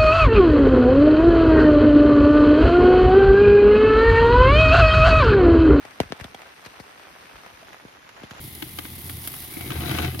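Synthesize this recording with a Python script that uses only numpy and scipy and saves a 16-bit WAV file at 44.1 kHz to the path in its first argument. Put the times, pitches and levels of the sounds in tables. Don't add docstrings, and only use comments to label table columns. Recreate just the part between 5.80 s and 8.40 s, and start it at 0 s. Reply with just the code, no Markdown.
import sys
import numpy as np
from scipy import signal
from scipy.fft import rfft, irfft
from scipy.io import wavfile
from scipy.ndimage import uniform_filter1d

SR = 44100
rng = np.random.default_rng(int(sys.argv[2]) if len(sys.argv) > 2 else 0)


def decibels_to_gain(level_db):
    exponent = np.asarray(level_db, float) / 20
    return 10 ** exponent


def waveform_to_disk(signal):
    frames = np.transpose(np.atleast_2d(signal))
    scaled = np.clip(frames, -1, 1) * 32767
    samples = np.round(scaled).astype(np.int16)
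    wavfile.write(sys.argv[1], SR, samples)


N = 114660


def evened(x):
    return x / np.sqrt(np.mean(x ** 2) + 1e-20)


def read(points, hz):
    f, value = np.transpose(points)
    return np.interp(np.log(hz + 1), np.log(f + 1), value)


def add(mix, start_s, sound):
    part = mix[:, round(start_s * SR):][:, :sound.shape[1]]
    part += sound[:, :part.shape[1]]


def panned(pan_db):
    return decibels_to_gain(np.array([[pan_db / 2], [-pan_db / 2]]))


# time_s, level_db
SHOWER = [(0, -46), (.5, -46), (.68, -46), (.74, -47), (.9, -45), (1.16, -46), (1.55, -45.5), (1.8, -45),
          (1.94, -46), (1.98, -47.5), (2.07, -48), (2.2, -48), (2.33, -48), (2.37, -45), (2.45, -46),
          (2.53, -43.5), (2.6, -41)]


def shower_db():
    return np.interp(np.arange(N) / SR, *np.transpose(SHOWER))


# pitch_hz, level_db
WASH_MID = [(30, -38), (65, 0.5), (250, -0.5), (700, -7), (2000, -5.5), (5000, -14), (10000, -21.5),
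            (15000, -29)]
# pitch_hz, level_db
WASH_SIDE = [(30, -57), (65, -5), (250, -8.5), (700, -5), (2000, -7), (5000, -15.5), (8000, -26),
             (15000, -28)]
WASH_DB, WASH_FOLLOW = -52, .7
PATCH_DB, FLICKER_DB = 1.8, .9


def wash():
    frames, hz = N // 128 + 5, np.fft.rfftfreq(512, 1 / SR)
    a, b, c, d, patches = rng.standard_normal((frames, 257, 5)).T
    patches = uniform_filter1d(patches, size=6, axis=0)
    patches = evened(uniform_filter1d(patches, size=16, axis=1))
    flicker = evened(uniform_filter1d(rng.standard_normal(frames), size=4))
    tone_db = np.array([read(WASH_MID, hz), read(WASH_SIDE, hz)])
    z = np.array([a + 1j * b, c + 1j * d]) * decibels_to_gain(tone_db)[:, :, None]
    z = z * decibels_to_gain(PATCH_DB * patches + FLICKER_DB * flicker)
    mid, side = signal.istft(z, nperseg=512, noverlap=384)[1][:, :N]
    swell_db = shower_db() - shower_db().mean()
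    return evened(np.array([mid + side, mid - side])) * decibels_to_gain(WASH_DB + WASH_FOLLOW * swell_db)


CRACKLE_PER_S, CRACKLE_DB, CRACKLE_SPREAD_DB, SNAP_DECAY_MS = 900, -12.5, 1.5, 0.93


def tick(noise):
    return np.diff(noise) * np.exp(-np.arange(256) * 1000 / SR / SNAP_DECAY_MS)


def scattered(per_s, spread_db):
    strength = decibels_to_gain(spread_db * np.minimum(rng.exponential(1, N), 3.5))
    return strength * (rng.random(N) < per_s / SR)


def crackle(count=12):
    hits = scattered(CRACKLE_PER_S, CRACKLE_SPREAD_DB)
    spot, out = rng.integers(0, count, N), np.zeros((2, N))
    for k, noise in enumerate(rng.standard_normal((count, 2, 257))):
        out += signal.oaconvolve((hits * (spot == k))[None], tick(noise), axes=1)[:, :N]
    top = signal.butter(2, [2500, 9000], "band", fs=SR, output="sos")
    return evened(signal.sosfilt(top, out) + 0.58 * out) * decibels_to_gain(shower_db() + CRACKLE_DB)


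RIPPLE_TURNS = 1.312
TAIL_MS = 40


def ripple(delay_ms, decay_ms, lag_ms):
    size = int(SR * .007 * (decay_ms + 2))
    arrival_ms = np.array([[max(-lag_ms, 0)], [max(lag_ms, 0)]])
    ms = np.arange(size) * 1000 / SR - arrival_ms
    u = np.maximum(ms, 1e-3) / delay_ms
    onset = 1 - np.exp(-(0.89 * u) ** 6.9)
    decay = np.exp(-ms / decay_ms - (ms / TAIL_MS) ** 2)
    return onset * decay * np.cos(2 * np.pi * RIPPLE_TURNS * np.log(u))


PATTER_PER_S, PATTER_DB, PATTER_SPREAD_DB, PATTER_LAG_MS = 1300, -3.5, 2.5, 0.76
CLUMP_DB = 2


def patter(count=40):
    clumps = decibels_to_gain(CLUMP_DB * evened(uniform_filter1d(rng.standard_normal(N), size=1500)))
    hits = scattered(clumps * PATTER_PER_S, PATTER_SPREAD_DB)
    spot, out = rng.integers(0, count, N), np.zeros((2, N))
    for k, (far, long, side, sign) in enumerate(rng.uniform(-0.782, 1, (count, 4))):
        delay_ms = 0.3816 * np.exp(0.75 * far)
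        decay_ms = 1.066 * np.exp(.5 * long + 0.47 * far)
        sound = np.sign(sign) * panned(2.8 * side) * ripple(delay_ms, decay_ms, PATTER_LAG_MS * side)
        out += signal.oaconvolve((hits * (spot == k))[None], sound, axes=1)[:, :N]
    return evened(out) * decibels_to_gain(shower_db() + PATTER_DB)


# start_s, level_db (peak), pan_db (left minus right)
DROPS = [(0.0813, -35, 0), (0.121, -33, 1), (0.16, -34, 0), (0.1782, -35, -1), (0.3479, -35, -6),
         (0.3672, -33, -2), (0.3918, -32, -1), (0.4556, -35, -2), (0.4658, -32, 2), (0.4807, -35, -5),
         (0.5932, -30, 4), (0.6, -35, 1), (0.6078, -30, 0), (0.6187, -30, 3), (0.6328, -32, -1),
         (0.6596, -34, 2), (0.673, -34, -1), (0.7937, -33, 1), (0.8703, -34, 4), (0.9365, -35, 1),
         (0.9556, -33, -1), (0.9696, -34, -3), (0.9907, -33, 2), (1.0398, -34, 0), (1.0929, -32, 1),
         (1.1592, -34, -1), (1.1964, -32, 3), (1.2278, -33, 5), (1.2501, -34, -5), (1.2695, -32, -4),
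         (1.2822, -32, 1), (1.3021, -33, 1), (1.3515, -33, -6), (1.3618, -30, -3), (1.3724, -34, -1),
         (1.425, -33, -2), (1.4374, -35, -7), (1.4986, -34, 3), (1.5122, -32, -5), (1.5336, -35, -1),
         (1.5465, -34, 5), (1.5563, -31, 0), (1.6353, -35, -1), (1.6543, -34, 0), (1.6626, -28, -2),
         (1.6995, -34, 0), (1.7103, -33, 0), (1.7399, -33, 0), (1.8835, -29, -1), (1.9051, -34, -1),
         (1.9299, -32, 2), (1.9442, -27, -8), (1.9983, -33, -1), (2.0093, -35, 1), (2.3659, -34, -8),
         (2.3781, -31, 4), (2.4006, -32, -3), (2.534, -31, 3), (2.5487, -32, -4), (2.5714, -35, -1)]
DROP_DELAY_MS, DROP_DECAY_MS, TICK_DB = 0.55, 1.3, -21.5


def drops():
    out, chance = np.zeros((2, N)), rng.uniform(-0.94, 1, (len(DROPS), 3))
    noise = rng.standard_normal((len(DROPS), 2, 257))
    for (start_s, db, pan_db), (a, b, c), snap in zip(DROPS, chance, noise):
        sound = ripple(DROP_DELAY_MS * (1 + 0.15 * a), DROP_DECAY_MS * (1 + 0.17 * b), 0.086 * c)
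        snap_s = start_s + 2 * DROP_DELAY_MS / 1000
        add(out, snap_s, decibels_to_gain(db + TICK_DB) * panned(pan_db) * tick(snap))
        add(out, start_s, -decibels_to_gain(db) * panned(pan_db) * sound)
    return out


# start_s, level_db (rms before rise and decay), pitch_hz (ringing), decay_ms, pan_db (left
SPLASHES = [(0.0511, -37, 2140, 3.7, 7.5), (0.1084, -48, 2110, 8.1, 13), (0.2019, -19.5, 2900, 3.6, -6),
            (0.212, -36, 1800, 13.4, -2), (0.2315, -36.5, 2170, 5.5, 1), (0.2995, -47, 2340, 2.5, 20),
            (0.3218, -36.5, 2200, 6.4, -1), (0.3987, -40.5, 2740, 8.3, -8), (0.4095, -34.5, 2200, 5, 11),
            (0.442, -31.5, 3460, 4.9, 1), (0.545, -34.5, 3260, 4.5, 2), (0.5475, -37, 2000, 3.4, -1),
            (0.619, -34, 2360, 1.6, -7), (0.8484, -41, 4400, 13.5, 5), (0.8609, -40, 2450, 7.2, 4),
            (0.8612, -36.5, 4230, 6.3, 1), (0.9987, -38.5, 4450, 7.5, 5.5), (1.196, -44, 2280, 1.6, 8),
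            (1.469, -44.5, 2200, 3.9, 8), (1.663, -36, 2550, 1.6, 1), (1.9301, -43.5, 2540, 9.8, -2.0),
            (1.9996, -44, 2140, 3.6, -5), (2.2907, -41, 1550, 8.2, -5.5), (2.433, -39.5, 3260, 8.3, 2.5),
            (2.5089, -32.5, 3250, 5.7, -1)]
# pitch_hz, level_db
SPRAY = [(100, -21), (500, 9.5), (2000, 11.5), (4000, 0), (7000, -1), (11000, -8.5), (16000, -11)]
SPRAY_SAME, SPRAY_RISE_MS = 0.42, 0.15
RING_DB, RING_Q = 7, 5


def spray():
    out, ms, hz = np.zeros((2, N)), np.arange(4096) * 1000 / SR, np.fft.rfftfreq(4096, 1 / SR)
    for start_s, db, ring_hz, decay_ms, pan_db in SPLASHES:
        common, left, right = rng.standard_normal((3, 4096))
        ring = decibels_to_gain(RING_DB) / (1 + (RING_Q * (hz / ring_hz - ring_hz / (hz + 1))) ** 2)
        colour = decibels_to_gain(read(SPRAY, hz)) + ring
        pair = SPRAY_SAME * common + (1 - SPRAY_SAME) * np.array([left, right])
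        noise = evened(irfft(rfft(pair) * colour))
        envelope = (1 - np.exp(-ms / SPRAY_RISE_MS)) * np.exp(-ms / decay_ms)
        add(out, start_s, noise * decibels_to_gain(db) * panned(pan_db) * envelope)
    return out


# start_s, level_db (peak), pitch_hz, decay_ms, pan_db (left minus right)
KNOCKS = [
    (.2022, -22, 1500, 1.5, 0),
    (.4097, -30, 2250, 2.5, 3),
    (.4428, -33, 3450, 2.5, 0),
    (.5462, -27, 760, 2.6, -3),
    (.5465, -36, 3300, 3, 0),
    (1.827, -38, 650, 5, -3),
    (2.4345, -37, 3300, 2.5, 2),
    (2.513, -34, 1700, 2, 0),
]
KNOCK_RISE_MS = .5


def knocks():
    out, ms = np.zeros((2, N)), np.arange(1500) * 1000 / SR
    for start_s, db, hz, decay_ms, pan_db in KNOCKS:
        envelope = (1 - np.exp(-ms / KNOCK_RISE_MS)) * np.exp(-ms / decay_ms)
        note = envelope * np.sin(2 * np.pi * hz * ms / 1000)
        add(out, start_s, decibels_to_gain(db) * panned(pan_db) * note)
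    return out


# start_s (impact), level_db (peak), delay_ms (ripple), decay_ms, pan_db (left minus right)
DRIPS = [(0.0506, -27, .95, 3, 6), (0.2014, -7.5, 1.13, 6.5, 4), (0.3213, -16, 1.01, 4, 7),
         (2.0485, -26, 2.6, 5, 2), (.2021, -9, .2, .6, -1), (.3219, -13, .22, .7, 5), (.999, -28, .8, 2, 3),
         (.9985, -30, 2.5, 9, 4), (.245, -36, 9, 30, 3), (.8605, -33, .6, 5, 2), (0.2322, -29, 2.26, 6, -4),
         (.3017, -26.5, 3.6, 6.8, 4), (.3985, -27, 0.8, 2.5, -2), (0.407, -19, 8, 9, 3),
         (0.4445, -29, 2.1, 12, 3), (.4462, -28, .8, 2, 2), (.546, -33, .95, 6, -4),
         (.862, -36, 5.4, 10, 0), (1.53, -38, 17, 40, -1), (1.7250, -46.5, 7.5, 31, 4),
         (2.417, -36, 1.9, 5, 0), (2.4336, -24, 2.84, 6.5, 3.5), (2.5101, -24, 4.5, 6, 1),
         (2.544, -41, 3.8, 14, -3)]
PORT_LAG_MS, FLUTTER = .12, .13


def drips():
    out = np.zeros((2, N))
    rough = 1 + FLUTTER * evened(uniform_filter1d(rng.standard_normal((2, N)), size=40, axis=1))
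    for start_s, db, delay_ms, decay_ms, pan_db in DRIPS:
        add(out, start_s, decibels_to_gain(db) * panned(pan_db) * ripple(delay_ms, decay_ms, PORT_LAG_MS))
    return out * rough


# left_ms (delay), right_ms (delay), level_db
SEAMS = [
    (1.3, 1.58, -16),
    (2.9, 3.87, -15),
    (4.6, 4.2, -20),
    (7.5, 9.2, -16.5),
    (11.5, 12, -22.5),
]


def walls(x):
    out = x.copy()
    for left_ms, right_ms, db in SEAMS:
        add(out[:1], left_ms / 1000, decibels_to_gain(db) * x[:1])
        add(out[1:], right_ms / 1000, decibels_to_gain(db) * x[1:])
    return out


# time_s, low_hz (sum cancels), high_hz (difference returns above)
NULL = [(0, 7300, 15100), (1.6, 7450, 15100), (1.85, 7800, 14900), (2.15, 8050, 14200), (2.35, 8300, 13600),
        (2.6, 8300, 13600)]
MID_NULL_DB, MID_NULL_HZ, DEEPEN_DB_PER_S = -8.6, 800, -2.4
SIDE_NULL_FROM_HZ, SIDE_NULL_DB = 10400, -13
TOP_NULL_DB, TOP_GAP_HZ = -15, 50


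def ports(pair):
    hz, t, z = signal.stft(pair, SR, nperseg=256, noverlap=192)
    when, low, high = np.transpose(NULL)
    hz, low, high = hz[:, None], np.interp(t, when, low), np.interp(t, when, high)

    def above(edge_hz):
        return .5 + .5 * np.tanh((hz - edge_hz) / 350)

    notch = np.exp(-((hz - low) / MID_NULL_HZ) ** 2)
    mid_db = (MID_NULL_DB + DEEPEN_DB_PER_S * t) * notch + TOP_NULL_DB * above(high + TOP_GAP_HZ)
    side_db = SIDE_NULL_DB * (above(SIDE_NULL_FROM_HZ) - above(high))
    z = z * decibels_to_gain(np.array([mid_db, side_db]))
    return signal.istft(z, SR, nperseg=256, noverlap=192)[1][:, :N]


OPEN_MOMENTS = [
    .053,
    .204,
    .323,
    .449,
    .59,
    .622,
    1.003,
    1.19,
    1.662,
    2.51,
]
STARVE_DB, OPEN_S, BAND_HZ = 8.5, .009, 690
EDGE_HZ, CUTOFF_HZ = 15800, 16400


def starved(pair):
    hz, t, z = signal.stft(pair, SR, nperseg=2048, noverlap=1536)
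    band = (hz // BAND_HZ).astype(int)
    starts = np.flatnonzero(np.diff(band, prepend=-1))
    power = np.add.reduceat(abs(z) ** 2, starts, axis=1)[:, band]
    power = uniform_filter1d(power, size=2, axis=2)[:, :, ::2]
    power = np.repeat(power, 2, axis=2)[:, :, :len(t)]
    held_open = abs(t[:, None] - np.array(OPEN_MOMENTS)).min(axis=1) < OPEN_S
    hz = hz[:, None]
    closed = (power * decibels_to_gain(STARVE_DB) ** 2 < power[::-1]) & (hz > 6000)
    closed = closed | (hz > EDGE_HZ)
    kept = (~closed | held_open) & (hz < CUTOFF_HZ)
    return signal.istft(z * kept, SR, nperseg=2048, noverlap=1536)[1][:, :N]


def scene():
    strikes = drips() + drops() + knocks()
    return walls(strikes) + spray() + patter() + crackle() + wash()


def low_pass(x):
    return signal.sosfilt(signal.butter(12, 16470, fs=SR, output="sos"), x)


def record(dry):
    cut = signal.butter(4, 44.5, "high", fs=SR, output="sos")
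    pair = np.array([dry[0] + dry[1], dry[0] - dry[1]]) / 2
    mid, side = starved(ports(signal.sosfilt(cut, pair)))
    return low_pass(np.array([mid + side, mid - side]))


dry = scene()
out = record(dry)
waveform_to_disk(out)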